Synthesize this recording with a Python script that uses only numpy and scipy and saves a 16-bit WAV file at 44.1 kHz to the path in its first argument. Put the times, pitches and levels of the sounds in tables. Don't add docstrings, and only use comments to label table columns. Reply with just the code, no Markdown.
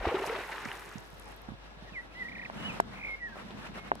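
import sys
import numpy as np
from scipy import signal
from scipy.io import wavfile
from scipy.ndimage import uniform_filter1d

SR = 44100
rng = np.random.default_rng(int(sys.argv[2]) if len(sys.argv) > 2 else 0)


def voltage_ratio(level):
    return 10 ** (np.asarray(level, float) / 20)


def output_pcm(signal):
    pcm = np.clip(np.atleast_2d(signal).T, -1, 1) * 32767
    wavfile.write(sys.argv[1], SR, np.round(pcm).astype(np.int16))


N = 176400
T = np.arange(N) / SR


def rms_one(x):
    return x / np.sqrt(np.mean(x ** 2) + 1e-20)


def curve(rows, quiet_db=-120):
    s, db = np.transpose(rows)
    s = np.r_[s[0] - .1, s, s[-1] + .1]
    return np.interp(T, s, np.r_[quiet_db, db, quiet_db])


def at_hz(points, hz):
    point_hz, value = np.array(points)[:, :2].T
    return np.interp(np.log(hz), np.log(point_hz), value)


def drift(rate):
    hop = 40
    pole = np.exp(-2 * hop * np.pi * rate / SR)
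    white = rng.standard_normal(N // hop + 2002)
    slow = signal.lfilter([1], [1, -2 * pole, pole * pole], white)[2000:]
    return np.interp(np.arange(N) / hop, np.arange(len(slow)), rms_one(slow))


def ring(clicks, hz, t60):
    pole = voltage_ratio(-60 / (t60 * SR))
    w = 2 * np.pi * hz / SR
    return signal.lfilter([0, np.sin(w)], [1, -2 * pole * np.cos(w), pole * pole], clicks + 1e-18)


def late(x, s):
    return np.interp(T - s, T, x, left=0)


def bandpass(x, low_hz, high_hz):
    return signal.sosfilt(signal.butter(2, [low_hz, high_hz], "band", fs=SR, output="sos"), x)


def banded(spectrum, likeness, patchy_db, flicker):
    out = 0
    together = drift(flicker)
    edges = 45 * 2 ** np.arange(0, 8.9, .5)
    white = rng.standard_normal((2, 2, N))
    for k, (low, high) in enumerate(zip(edges, edges[1:])):
        mid, side = bandpass(white[k % 2], low, high)
        hz = np.sqrt(low * high)
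        alike = np.clip(at_hz(likeness, hz), -.9, .99)
        side = side * np.sqrt((1 - alike) / (1 + alike))
        band_db = at_hz(spectrum, hz) + patchy_db * (1.26 * together + drift(flicker))
        out = out + voltage_ratio(band_db) * (mid + side * [[1], [-1]])
    return out / np.sqrt(np.mean(out.mean(axis=0) ** 2))


def grains(per_s, low_hz, high_hz, cycles, spread_db, wide_db):
    sizes = voltage_ratio(spread_db * np.minimum(rng.exponential(1, N), 4)) * rng.choice([-1, 1], N)
    sizes = sizes * (rng.random(N) < per_s / SR)
    dealt = rng.integers(0, 16, N)
    pan = wide_db * rng.standard_normal(N)
    both = sizes * voltage_ratio(pan * [[.5], [-.5]])
    out = 0
    for k, hz in enumerate(np.geomspace(low_hz, high_hz, num=16)):
        out = out + ring(both * (dealt == k), hz, cycles / hz)
    return rms_one(out)


def blips(rows, cycles, rise, swell_s):
    out = np.zeros((2, N + SR))
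    t = T[:SR // 8]
    for s, db, hz, *pan in rows:
        shape = (1 - np.exp(-t / swell_s)) * voltage_ratio(-60 * t * hz / cycles)
        wave = shape / shape.max() * np.sin(2 * np.pi * hz * t * (1 + rise * t * hz / cycles))
        start = int(s * SR)
        out[:, start:start + len(t)] += voltage_ratio(db + np.sum(pan) * np.array([[.5], [-.5]])) * wave
    return out[:, :N]


# (time [s], frequency [Hz], level [dB])
HEAVE_PATH = [(0, 37.5, -29.5), (.05, 44.3, -51), (0.074, 65, -26), (.1, 73.4, -64), (.16, 60, -66)]


def heave():
    s, hz, db = np.transpose(HEAVE_PATH)
    phase = 2 * np.pi * np.cumsum(np.interp(T, s, hz)) / SR
    return voltage_ratio(curve(np.c_[s, db])) * np.sin(phase)


# (time [s], peak level [dB], frequency [Hz])
CAVITY_GULPS = [(0.066, -24.5, 369), (0.121, -25, 480), (0.142, -24.5, 368), (0.199, -36.5, 400),
                (0.217, -28.5, 400), (0.296, -27, 443), (0.323, -31.5, 450)]


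def gulps():
    return blips(CAVITY_GULPS, cycles=16.0, rise=.05, swell_s=.012)


# (time [s], peak level [dB], frequency [Hz])
WATER_SMACKS = [(0.0535, -20, 747), (0.088, -33, 2040), (0.17, -27, 1270), (0.297, -29, 2040),
                (0.496, -32.5, 870), (0.552, -34, 900), (0.581, -30.5, 1770), (0.655, -29, 1940),
                (0.659, -34, 1250), (0.687, -31.5, 2290), (0.7152, -32, 1720), (0.716, -29.5, 2810),
                (0.915, -38, 1290)]


def smacks():
    return blips(WATER_SMACKS, cycles=15.7, rise=.03, swell_s=0.00047)


# (time [s], level [dB])
CHURN_LEVEL = [(0, -37), (.04, -41), (.06, -32), (.2, -37.5), (.33, -34.5), (.45, -38.5), (.7, -40),
               (.98, -51.5), (1.4, -104)]
# (frequency [Hz], band level [dB])
FOAM_SPECTRUM = [(150, -45), (400, 3), (640, -13), (860, -0.5), (2100, 0), (2700, -8.5), (4200, -17),
                 (15500, -69)]
# (frequency [Hz], coherence [-1 to 1])
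NEAR_COHERENCE = [(200, 0.95), (400, 0.94), (1300, 1), (4400, 0.089), (8000, 0.28), (15000, 1)]


def churn():
    foam = voltage_ratio(-4) * banded(FOAM_SPECTRUM, NEAR_COHERENCE, patchy_db=1.8, flicker=35.0)
    gurgle_gone_s = 0.44
    gurgle = grains(180, 354.5, 1044, 25.0, spread_db=2.0, wide_db=2.0)
    gurgle = voltage_ratio(-2.5) * np.exp(-(T / gurgle_gone_s) ** 4) * gurgle
    bubbles_db = -8 - 1.5 * np.minimum(T, 1)
    bubbles = voltage_ratio(bubbles_db) * grains(500, 778, 2340, 26.0, spread_db=2.2, wide_db=7.0)
    return voltage_ratio(curve(CHURN_LEVEL)) * (foam + gurgle + bubbles)


# (time [s], level [dB])
SPRAY_LEVEL = [(0, -73), (.25, -63), (.266, -50), (.29, -63), (.85, -61.5), (1.0, -67), (1.3, -68),
               (1.46, -86)]
# (time [s], peak level [dB], frequency [Hz])
DROP_LANDINGS = [(0.6188, -46, 5980), (0.6522, -31.5, 5300), (0.7305, -38, 9720), (0.746, -52, 5970),
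                 (0.8398, -52, 10900), (0.8543, -44, 6400), (0.9156, -56, 6620), (0.9415, -42, 6750),
                 (0.9595, -53, 5880), (0.983, -35, 6100), (1.0054, -49, 6130), (1.0613, -49, 10800),
                 (1.1027, -50, 11700), (1.1401, -62, 6260), (1.1983, -36.5, 10300), (1.2149, -53, 9610),
                 (1.2439, -49, 10900), (1.2575, -44, 8170), (1.29, -49, 10500), (1.3102, -50, 11400),
                 (1.3203, -44, 9810), (1.364, -42, 13200), (1.4185, -43.5, 12100)]


def patter():
    mist_db, mist_gone_s = 4.0, .85
    white = rng.standard_normal((3, N))
    mist = bandpass(white[0] + 0.96 * white[1:], 3000, 12000)
    mist = voltage_ratio(mist_db + 2 * drift(78.0)) * mist * np.exp(-(T / mist_gone_s) ** 2)
    ticks = grains(500, 5000, 13500, 9.0, spread_db=2.6, wide_db=4.0)
    drops = blips(DROP_LANDINGS, cycles=8.0, rise=0.029, swell_s=0.00012)
    return (voltage_ratio(curve(SPRAY_LEVEL)) * (mist + ticks) + drops) * [[1.15], [.85]]


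# (time of a pitch top [s], rate [1/s], share falling, share at the break, break [dB], pointedness)
TRILL_SHAPES = [
    (2.289, 30.6, .6, .7, -12, 1.9),
    (2.984, 53.4, .38, .2, -14, .8),
]
# (time [s], height [Hz])
TRILL_EXCURSION = [(2.268, 0), (2.276, 500), (2.47, 860), (2.5, 0), (2.9, 0), (2.93, 700), (3.07, 330),
                   (3.11, 0)]


def trill():
    second = (T > 2.6).astype(int)
    top_s, rate, fall, gap, gap_db, point = np.array(TRILL_SHAPES)[second].T
    turn = rate * (T - top_s) % 1
    away = np.where(turn < fall, turn / fall, (1 - turn) / (1 - fall))
    height = np.interp(T, *np.transpose(TRILL_EXCURSION))
    swing = (1 - np.sin(np.pi / 2 * away) ** 1.1) ** point * height
    dip_db = gap_db * np.exp(-((turn - gap) / .08) ** 2) + 3.5 * drift(110.0)
    return swing, dip_db * np.minimum(height / 400, 1)


# (time [s], lowest frequency [Hz], level [dB])
FIRST_PHRASE = [
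    [(1.865, 1900, -69), (1.894, 1860, -55.5), (1.91, 1660, -67)],
    [(1.926, 2800, -64), (1.962, 2137, -44), (1.986, 1923, -41), (2.01, 1944, -49), (2.018, 1970, -71)],
    [(2.115, 2480, -66), (2.18, 3020, -63)],
    [(2.152, 1930, -54.5), (2.194, 2053, -48), (2.226, 1964, -37), (2.24, 1820, -55), (2.256, 1935, -43),
     (2.274, 1870, -49), (2.45, 1852, -49), (2.468, 1810, -54)],
]
SECOND_PHRASE = [
    [(2.58, 2995, -56), (2.64, 2860, -55), (2.66, 2980, -39.5), (2.676, 3040, -46.5), (2.708, 2450, -44),
     (2.725, 2480, -59)],
    [(2.935, 2033, -58), (3.07, 2132, -43), (3.148, 2158, -41.5), (3.153, 2126, -43.5), (3.16, 2240, -65),
     (3.195, 2320, -59)],
    [(3.205, 1980, -53.5), (3.232, 1926, -40.5), (3.268, 1885, -43), (3.288, 1680, -52), (3.306, 1706, -66),
     (3.33, 1586, -51), (3.35, 1600, -59)],
    [(3.745, 1990, -66), (3.79, 2163, -57), (3.9, 2150, -65)],
]
# (delay [s], level [dB])
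ECHOES = [(.047, -16), (.083, -35)]


def bird():
    swing, dip_db = trill()
    dry = 0
    for note in FIRST_PHRASE + SECOND_PHRASE:
        s, hz, db = np.transpose(note)
        pitch = uniform_filter1d(np.interp(T, s, hz) + swing, size=90)
        gate = np.interp(T, [s[0] - .006, s[0], s[-1], s[-1] + 0.0096], [0, 1, 1, 0])
        level = gate * voltage_ratio(np.interp(T, s, db) + dip_db + 4.5)
        dry = dry + level * np.sin(2 * np.pi * np.cumsum(pitch) / SR)
    wet = [sum(voltage_ratio(db) * late(dry, s * far) for s, db in ECHOES) for far in (1, 1.17)]
    direct = np.array([.9 * late(dry, .00013), 1.1 * dry]) * 1.35
    return direct + wet


# (middle [s], half width [s], level [dB])
HAND_SLIDES = [(2.598, 0.071, -47.5), (2.72, 0.08, -45.5), (2.957, 0.05, -50.5), (3.1, 0.03, -55.5),
               (3.389, 0.041, -49), (3.49, 0.055, -55.5), (3.609, 0.046, -50), (3.669, 0.025, -47.5),
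               (3.772, 0.029, -47), (3.83, 0.024, -56.5), (3.874, 0.029, -50)]
# (frequency [Hz], band level [dB])
SLIDE_SPECTRUM = [(100, -10), (300, -3.5), (1160, -1), (2750, -9.5), (4200, -20.5), (6000, -26),
                  (12000, -31), (15500, -44)]
# (frequency [Hz], coherence [-1 to 1])
WIDE_COHERENCE = [(60, 0.2), (700, 0.18), (1300, 0.15), (4400, -0.46), (8000, -0.2), (15000, 1)]


def sliding_grip():
    effort = sum(voltage_ratio(db) * np.exp(-np.abs((T - s) / half) ** 3.5) for s, half, db in HAND_SLIDES)
    return effort * banded(SLIDE_SPECTRUM, WIDE_COHERENCE, patchy_db=1.0, flicker=40.0)


# (time [s], level [dB])
STRAIN_LEVEL = [(1.7, -103), (2.3, -53), (2.5, -58), (2.6, -44.5), (2.97, -53.5), (3.1, -67), (3.55, -51),
                (4.0, -55.5)]


def groaning_shell():
    shell = rms_one(ring(rng.standard_normal((3, N)), hz=205, t60=.045))
    groan = voltage_ratio(curve(STRAIN_LEVEL) + 2.5 * drift(25.0)) * shell
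    return groan[0] + groan[1:]


# (time [s], level [dB], crack delay [s], crack level [dB])
FINGER_TAPS = [
    (1.4898, -36.5, 0.0011, -66),
    (2.4995, -27.5, 0.00079, -57),
    (2.8006, -10, .0024, -29.5),
    (3.9171, -12.5, 0.036, -42),
]
# (frequency [Hz], level [dB], decay time T60 [s])
CASE_MODES = [(405, -21.5, 0.053), (690, -22.5, 0.059), (900, 3, 0.0061), (1540, -7, 0.012),
              (2700, -29, 0.019)]


def taps():
    out = np.zeros((2, N))
    for s, db, wait_s, crack_db in FINGER_TAPS:
        push = np.exp(-((T - s) / .00017) ** 2) * (T - s)
        push = 2 * push / np.abs(push).sum()
        body = 0
        for hz, level_db, t60 in CASE_MODES:
            body = body + voltage_ratio(level_db + rng.normal(0, 1, (2, 1))) * ring(push, hz, t60)
        out += voltage_ratio(db) * np.array([late(body[0], .0003), body[1]])
        t = T - s - wait_s
        noise = rng.standard_normal((3, N))
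        crack = (t > 0) * np.exp(-np.abs(t) / 0.0013) * (noise[0] + 1.1 * noise[1:])
        out += voltage_ratio(crack_db) * bandpass(crack, 1500, 9500)
    return out


# (time [s], peak level [dB], frequency [Hz], left-right difference [dB])
CASE_BUMPS = [(0.657, -37, 230, -15.5), (0.956, -36.5, 203, -16), (1.13, -45.5, 170, -13),
              (1.486, -36, 220, -13), (1.519, -40, 216, -17.5), (1.77, -47.5, 172, -8),
              (1.823, -40.5, 193, -6), (1.921, -41, 198, -7)]


def bumps():
    sag_s, sag_db, sag_pitch = 0.0177, -7, .6
    sags = [(s + sag_s, db + sag_db, hz * sag_pitch, pan) for s, db, hz, pan in CASE_BUMPS]
    return blips(CASE_BUMPS + sags, cycles=9.0, rise=-0.031, swell_s=0.00039)


# (time [s], peak level [dB], frequency [Hz])
NAIL_CATCHES = [(3.096, -38, 503), (3.3575, -35, 754), (3.368, -34, 590), (3.506, -35, 427),
                (3.508, -36, 3200), (3.926, -33, 480), (3.933, -33, 348), (3.956, -33, 704)]


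def catches():
    return blips(NAIL_CATCHES, cycles=3.8, rise=0, swell_s=0.00032)


# (frequency [Hz], rms level [dB])
HUM_TONES = [(50, -57.5), (1674, -62)]


def hum():
    low, high = [voltage_ratio(db + 3.5 + 1.6 * drift(2.5)) * np.sin(2 * np.pi * hz * T) for hz, db in HUM_TONES]
    return low * voltage_ratio([[2.5], [-3.5]]) + high * [[1], [-.5]]


# (frequency [Hz], band level [dB])
AIR_SPECTRUM = [(70, -4.5), (200, -7), (800, -7), (2000, -16), (3800, -21), (8000, -39.5), (12000, -36),
                (15500, -55)]


def river_air():
    return voltage_ratio(-54) * banded(AIR_SPECTRUM, WIDE_COHERENCE, patchy_db=1.0, flicker=8.9)


def scene():
    dive = heave() + gulps() + smacks() + churn() + patter()
    hands = sliding_grip() + groaning_shell() + taps() + bumps() + catches()
    return dive + bird() + hands + hum() + river_air()


def roll_off(x):
    return signal.sosfilt(signal.butter(12, 16520, fs=SR, output="sos"), x)


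def record(dry):
    mix = signal.sosfilt(signal.cheby2(10, 50, 16400, fs=SR, output="sos"), dry)
    mix = signal.sosfilt(signal.butter(2, 32, "high", fs=SR, output="sos"), mix)
    return roll_off(mix)


dry = scene()
out = record(dry)
output_pcm(out)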